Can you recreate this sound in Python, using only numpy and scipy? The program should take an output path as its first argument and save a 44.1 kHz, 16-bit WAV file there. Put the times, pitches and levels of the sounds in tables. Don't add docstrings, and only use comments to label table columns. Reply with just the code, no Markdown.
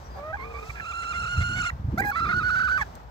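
import sys
import numpy as np
from scipy import signal
from scipy.fft import rfft, irfft
from scipy.io import wavfile
from scipy.ndimage import uniform_filter1d

SR = 44100
rng = np.random.default_rng(int(sys.argv[2]) if len(sys.argv) > 2 else 0)


def wav_record(signal):
    frames = np.transpose(np.atleast_2d(signal))
    bounded = np.clip(frames, -1, 1)
    quanta = np.round(bounded * 32767).astype(np.int16)
    wavfile.write(sys.argv[1], SR, quanta)


def voltage_ratio(level):
    return 10 ** (np.asarray(level, float) / 20)


N = 136710
T = np.arange(N) / SR
BIN_HZ = np.fft.rfftfreq(N, 1 / SR)


def evened(x):
    return x / np.sqrt(np.mean(x ** 2) + 1e-20)


def read(points, hz):
    f, value = np.transpose(points)
    return np.interp(np.log(hz + 1), np.log(f + 1), value)


def wander(hz, size=N):
    return evened(signal.lfilter(*signal.butter(2, hz, fs=SR), rng.standard_normal(size)))


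def colour(x, points):
    hz = np.fft.rfftfreq(x.shape[-1], 1 / SR)
    return irfft(rfft(x) * voltage_ratio(read(points, hz)), x.shape[-1])


def gate(start, length, edge):
    return np.clip(np.minimum(T - start, start + length - T) / edge + .5, 0, 1)


# start in seconds, length in seconds, share of pitch lost.
SLIPS = [(0.842, .01, .09), (0.86, .008, .06), (0.918, .014, .14), (1.038, .007, -.09), (1.068, .007, .05),
         (1.124, .015, .14), (1.221, .013, .08), (1.242, .012, .035), (1.248, .008, .09),
         (1.273, .009, .09), (1.368, .009, .06), (1.485, .006, .05), (1.512, .005, .05), (1.527, .006, .05),
         (1.621, .01, .12), (1.643, .008, .13), (2.163, .004, .05), (2.19, .004, .06), (2.202, .009, .08),
         (2.23, .004, .04), (2.246, .004, .05), (2.253, .012, .15), (2.27, .02, .16), (2.315, .014, .14),
         (2.337, .007, .11), (2.398, .033, .15), (2.493, .011, .13), (2.551, .008, .12), (2.594, .007, .14),
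         (2.626, .008, .15), (2.676, .011, .18), (2.692, .005, .11), (2.711, .004, .07)]
# start in seconds, length in seconds, half-line level in dB.
PULSE_DOUBLING = [(1.023, 0.022, -10.5), (1.133, 0.037, -9), (1.287, 0.068, -22.5), (1.406, 0.026, -4),
                  (1.558, 0.039, -5.5), (1.59, 0.008, -24), (1.637, 0.04, -16.5), (1.661, 0.014, -8),
                  (2.151, 0.048, -7.5), (2.246, 0.0078, -14), (2.287, 0.034, -3), (2.44, .045, -16.5),
                  (2.559, 0.061, -12.5), (2.712, 0.011, -11.5), (2.783, 0.025, -15.5)]
# start in seconds, length in seconds, change in dB.
DROPOUTS = [
    (0.482, 0.032, -2.5),
    (0.527, 0.012, -15.5),
    (0.602, 0.0059, -20),
    (0.625, .012, 7),
    (0.712, 0.017, -11),
    (0.761, .014, -4),
    (2.009, 0.0096, -8.5),
]
SLIP_EDGE_S, SLIP_LEVEL_DB, SLIP_ROUGH = .0025, -30, .7
FLUTTER, JITTER = .013, .09
BRIGHTEN_DB_PER_OCTAVE = .3


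def voice(rows, throat, rough, patchy_db=1.01, hiss_db=-40):
    s, hz, db = np.transpose(rows)
    on = (T >= s[0]) & (T < s[-1])
    t = T[on]
    n = len(t)

    slip = 0
    for start, length, loss in SLIPS:
        deepening = 0.6 + .55 * np.clip((T - start) / length, 0, 1)
        slip = slip + loss * gate(start, length, SLIP_EDGE_S) * deepening
    slip = slip[on]
    half = sum(voltage_ratio(d) * gate(a, w, 0.0032) for a, w, d in PULSE_DOUBLING)[on]
    rough = np.clip(rough + SLIP_ROUGH * abs(slip) + 0.23 * half, 0, .9)
    level = np.interp(t, s, db) + sum(d * gate(a, w, 0.0038) for a, w, d in DROPOUTS)[on]

    shake = FLUTTER * wander(110, size=n) + JITTER * rough * wander(460, size=n)
    f = np.interp(t, s, hz) * (1 - slip + shake)
    turns = np.cumsum(f) / SR

    k = np.arange(1, 39)[:, None] / 2
    effort = BRIGHTEN_DB_PER_OCTAVE * (level - db.max()) * np.log2(np.maximum(k, 2) / 2)
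    gains = voltage_ratio(read(throat, k * f) + effort)
    gains = gains * np.where(k % 1, half, 1) * (k * f < 15800)
    drift = np.array([wander(84, size=n) for _ in k])
    shimmer = voltage_ratio(drift * 1.05 * np.minimum(k - .5, 4))
    lines = gains * shimmer * np.cos(2 * np.pi * k * turns + k ** 2)
    tone = lines.sum(0) / np.sqrt((gains ** 2).sum(0) / 2)

    air = (0.39 + np.exp(-(turns % 1) / 0.39)) * rng.standard_normal(n)
    breath = evened(colour(air, [(1200, -26.5), (2200, -11.5), (5000, -9.0), (15000, -25.5)]))
    hiss = breath * voltage_ratio(hiss_db + 2.5 * wander(30, size=n))
    rasp = evened(colour(air, throat))

    envelope = gate(s[0] + 0.0016, s[-1] - s[0] - .002, 0.0013)[on]
    envelope = envelope * voltage_ratio(level + SLIP_LEVEL_DB * abs(slip) + patchy_db * wander(28, size=n))
    out = np.zeros(N)
    out[on] = envelope * (np.sqrt(1 - rough ** 2) * tone + rough * rasp + hiss)
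    return out


# time in seconds, pitch in Hz, level in dB.
LOW_START_1 = [
    (.165, 553, -48),
    (.19, 566.6, -42),
    (.31, 640, -34),
    (.326, 634, -40.5),
    (.332, 790, -34),
    (.358, 817, -31.5),
    (.37, 960, -50),
]
WAVERING_1 = [
    (.368, 1204, -38.5),
    (.384, 1074, -47),
    (.424, 1058, -35.5),
    (.436, 1144, -42),
    (.51, 1250, -43.5),
    (.545, 1151, -41.5),
    (.6, 1191, -38.5),
    (.622, 1246, -48),
    (.8, 1381, -47.5),
]
HIGH_WHISTLE_1 = [
    (.8, 1397, -44),
    (.83, 1340, -36.5),
    (.88, 1370, -35),
    (1.09, 1369, -31.5),
    (1.32, 1422, -30.5),
    (1.38, 1391, -30.5),
    (1.55, 1458, -29),
    (1.68, 1419, -26.5),
    (1.7, 1320, -32.5),
]
# frequency in Hz, gain in dB.
LOW_THROAT_1 = [(500, 7.5), (1200, 2.5), (1600, 10.5), (1720, -13.5), (1950, -3.5), (2500, -17.5),
                (4000, -37.5), (15000, -57)]
HIGH_THROAT_1 = [(700, -10), (1350, 6), (2300, 1.5), (2850, -4.5), (4200, -15.5), (5600, -21.5),
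                 (7000, -17), (15000, -46)]


def first_squawk():
    waver_throat = [(1100, 0), (2200, -3), (2600, -8), (3300, -30), (3900, -19), (6000, -40)]
    x = voice(LOW_START_1, LOW_THROAT_1, .05)
    x += voice(WAVERING_1, waver_throat, .3, patchy_db=2.5)
    return x + voice(HIGH_WHISTLE_1, HIGH_THROAT_1, .07, hiss_db=-29)


# time in seconds, pitch in Hz, level in dB.
LOW_START_2 = [
    (1.974, 677, -35),
    (1.982, 707, -24),
    (1.992, 774, -26.5),
    (2.008, 803, -23),
    (2.02, 823, -34.5),
    (2.043, 848, -37),
    (2.05, 824, -28),
    (2.105, 820, -25.5),
    (2.114, 853, -44.5),
]
HIGH_WHISTLE_2 = [
    (2.11, 1300, -41),
    (2.118, 1500, -26),
    (2.127, 1099, -37.5),
    (2.156, 1169, -32),
    (2.16, 1340, -25.5),
    (2.25, 1360, -24.5),
    (2.295, 1440, -24.5),
    (2.779, 1522, -22.5),
]
FALLING_END_2 = [
    (2.776, 1330, -25),
    (2.782, 1247, -26.5),
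    (2.795, 1130, -30),
    (2.81, 1085, -28.5),
    (2.814, 902, -22),
    (2.825, 839, -22.5),
    (2.836, 744, -36.5),
]
# frequency in Hz, gain in dB.
LOW_THROAT_2 = [(700, -0.5), (1500, 4.5), (2400, -13), (3100, -38.5), (3900, -26), (6500, -29),
                (15000, -26.5)]
HIGH_THROAT_2 = [(600, -20.5), (1500, 6), (2000, -1.5), (2600, -18.5), (3000, -25), (4400, -23),
                 (7000, -48), (15000, -58)]
FALL_THROAT = [(700, -5.5), (1100, 1.5), (1500, 3), (1750, 8), (2100, -0.5), (2500, -15), (3700, -24),
               (15000, -41)]


def second_squawk():
    x = voice(LOW_START_2, LOW_THROAT_2, .01, hiss_db=-50)
    x += voice(HIGH_WHISTLE_2, HIGH_THROAT_2, .05, hiss_db=-31)
    return x + voice(FALLING_END_2, FALL_THROAT, .15, hiss_db=-28)


# start in seconds, length in seconds, pitch in Hz, level in dB.
CLUCK_NOTES = [
    (0.154, 0.045, 776, -40.5),
    (0.636, 0.02, 1050, -55),
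    (0.661, 0.019, 750, -46),
    (0.694, 0.019, 1180, -37),
    (0.753, 0.04, 825, -39),
    (0.796, 0.013, 850, -32.5),
    (1.699, 0.0066, 957, -28.5),
    (2.012, 0.018, 1004, -27),
    (2.032, 0.02, 1033, -31),
]
CLUCK_SAG = 0.049


def clucks():
    dull = [(800, -0.5), (1600, -23.5), (4000, -46.5)]
    bright = [(800, -12), (1800, 13), (2300, 9), (3200, -28.5), (6000, -30)]
    x = np.zeros(N)
    for start, length, hz, db in CLUCK_NOTES:
        track = [(start, hz, db - 5.5),
                 (start + length * 0.35, hz, db),
                 (start + length, hz * (1 - CLUCK_SAG), db - 5.0)]
        x += voice(track, dull if start < .3 or hz < 805 else bright, 0.35)
    return x


# time in seconds, pitch in Hz, level in dB.
CROON_TRACK = [
    (0.38, 413, -50.5),
    (.41, 446, -48.5),
    (0.5, 461, -44),
    (.66, 440, -47.5),
    (0.7, 435, -59.5),
]


def croon():
    return voice(CROON_TRACK, [(450, 8.5), (1800, -89)], 0.067)


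def hens():
    return first_squawk() + second_squawk() + clucks() + croon()


# start in seconds, length in seconds, pitch in Hz, level in dB.
CHEEP_NOTES = [
    (.04, .04, 5750, -60),
    (.1, .09, 4850, -61),
]


def cheeps():
    x = np.zeros(N)
    for start, length, hz, db in CHEEP_NOTES:
        level = voltage_ratio(db + 3 * np.tanh(wander(50)))
        x += level * gate(start, length, .012) * np.sin(2 * np.pi * hz * T)
    return x


# time in seconds, level in dB.
STRAW_LEVEL = [
    (0, -61),
    (.12, -68.5),
    (.4, -76.5),
    (.5, -65),
    (.7, -52.5),
    (.9, -69),
    (1.1, -82.5),
    (2.75, -77.5),
    (2.85, -61.5),
    (3.02, -70.5),
]
# time in seconds, level in dB.
STRAW_TICKS = [
    (2.871, -65),
    (2.953, -44.5),
]


def straw():
    rustle = evened(colour(rng.standard_normal(N), [(1500, -0.5), (5000, 3.5), (15000, -12.0)]))
    x = rustle * voltage_ratio(np.interp(T, *np.transpose(STRAW_LEVEL), -120, -120))
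    sharp = evened(colour(rng.standard_normal(N), [(2000, -21), (7000, -11), (15000, -14.5)]))
    for s, db in STRAW_TICKS:
        x += sharp * (T > s) * voltage_ratio(db - 60 * np.abs(T - s) / 0.024)
    return x


YARD_DB, YARD_T60_S = -17, .09


def yard(x):
    t = np.arange(SR // 3) / SR
    sparse = rng.random((2, len(t))) < .05
    tail = rng.standard_normal((2, len(t))) * sparse * voltage_ratio(-60 * t / YARD_T60_S) * (t > .004)
    tail = tail / np.linalg.norm(tail[0])
    return voltage_ratio(YARD_DB) * signal.fftconvolve(x[None], tail, axes=1)[:, :N]


# middle in seconds, length in seconds, level in dB, top in Hz.
WIND_GUSTS = [(1.221, 0.11, -45, 180), (1.384, 0.072, -25.5, 130), (1.556, 0.14, -34.5, 200),
              (0.31, 0.021, -41, 111), (0.698, 0.029, -43.5, 110), (1.516, 0.022, -37, 402),
              (1.597, 0.016, -40, 353), (1.726, 0.049, -37, 120), (1.872, 0.1, -33.5, 183),
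              (1.941, 0.019, -24, 376), (2.021, 0.072, -31.5, 460), (2.271, 0.11, -33.5, 398),
              (2.402, 0.12, -38, 388), (2.512, 0.45, -43.5, 249)]


def wind():
    out = np.zeros((2, N))
    rel = BIN_HZ / 58
    for middle, length, db, top_hz in WIND_GUSTS:
        shape = rel ** 4 / (1 + rel ** 4.72) / (1 + (BIN_HZ / top_hz) ** 4)
        air = evened(irfft(rfft(rng.standard_normal(N)) * shape, N))
        swell = np.exp(-((T - middle) / length) ** 2 * 2)
        out += air * voltage_ratio(db + 6 * np.tanh(wander(30))) * swell
    return out


# frequency in Hz, gain in dB.
WASH_COLOUR = [(35, -20), (100, 7.5), (300, -7), (800, 1), (1500, -8.5), (2800, -23), (6000, -33.5),
               (15000, -37.5)]
WASH_DB = -46
HUM_HZ, HUM_WIDTH_HZ, HUM_DB = 65, 14, -43


def traffic():
    wash = np.array([evened(colour(rng.standard_normal(N), WASH_COLOUR)) for _ in range(2)])
    wash = wash * voltage_ratio(WASH_DB + 1.6 * wander(6))
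    band = 1 + ((BIN_HZ - HUM_HZ) / HUM_WIDTH_HZ) ** 4
    hum = irfft(rfft(rng.standard_normal((2, N))) / band, N)
    return wash + voltage_ratio(HUM_DB) * evened(hum)


# frequency in Hz, left lead in radians.
TREBLE_TURN = [(7000, 0), (9350, -np.pi), (10800, -np.pi), (12700, -2 * np.pi), (13200, -2 * np.pi),
               (14500, -2.3 * np.pi)]


def ports(x, turn, lean, same=((1, 1),)):
    low = np.clip((9300 - BIN_HZ) / 2500, 0, 1)
    z = rfft(np.atleast_2d(x))
    c = 1 - low * (1 - np.clip(read(same, BIN_HZ), 0, 1))
    turn = read(turn, BIN_HZ)
    whole_turns = 2 * np.pi * np.round(turn[-1] / 2 / np.pi)
    turn = low * turn + (1 - low) * whole_turns + read(TREBLE_TURN, BIN_HZ)
    half = voltage_ratio(low * read(lean, BIN_HZ) / 2) * np.exp(.5j * turn)
    left = z[0] * half
    right = (c * z[0] + np.sqrt(1 - c ** 2) * z[-1]) / half
    return irfft([left, right], N)


# frequency in Hz, left lead in radians.
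NEAR_PHASE = [(100, 8.5), (900, -1.6), (1400, 1.4643), (3000, 4), (3800, 7.5), (4500, 5.5), (6600, 13.5)]
FAR_PHASE = [(40, 0), (350, .5), (700, 1.9), (1100, 2.2), (2100, 5.9), (6600, 6.6)]
# frequency in Hz, left minus right in dB.
NEAR_BALANCE = [(300, -2), (900, -1.5), (2400, -10), (3050, -0.5), (3800, 8), (4500, 4.5), (5900, 13),
                (7200, 7)]
FAR_BALANCE = [(2000, 0.5), (3800, 14), (5900, 20.3), (7300, 3)]
# frequency in Hz, correlation from 0 to 1.
FAR_LIKENESS = [ (40, .88), (150, 0.94), (500, 0.95), (1200, 0.36), (2500, 0.13)]


def scene():
    birds = hens()
    near = birds + cheeps() + straw()
    far = yard(birds) + wind() + traffic()
    return ports(near, NEAR_PHASE, NEAR_BALANCE) + ports(far, FAR_PHASE, FAR_BALANCE, FAR_LIKENESS)


def top_cut(x):
    return signal.sosfilt(signal.butter(12, 15830, fs=SR, output="sos"), x)


def record(dry):
    power_db = 10 * np.log10(abs(uniform_filter1d((dry ** 2).mean(0), 2000)) + 1e-12)
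    fall_db = T * 40
    held_db = np.maximum.accumulate(power_db + fall_db) - fall_db
    over_db = np.maximum(held_db + 21, 0)
    ducked = dry / voltage_ratio(0.31 * uniform_filter1d(over_db, 2000))
    mix = signal.oaconvolve(ducked, signal.firwin(511, 15750, fs=SR)[None], "same")
    return top_cut(mix)


dry = scene()
out = record(dry)
wav_record(out)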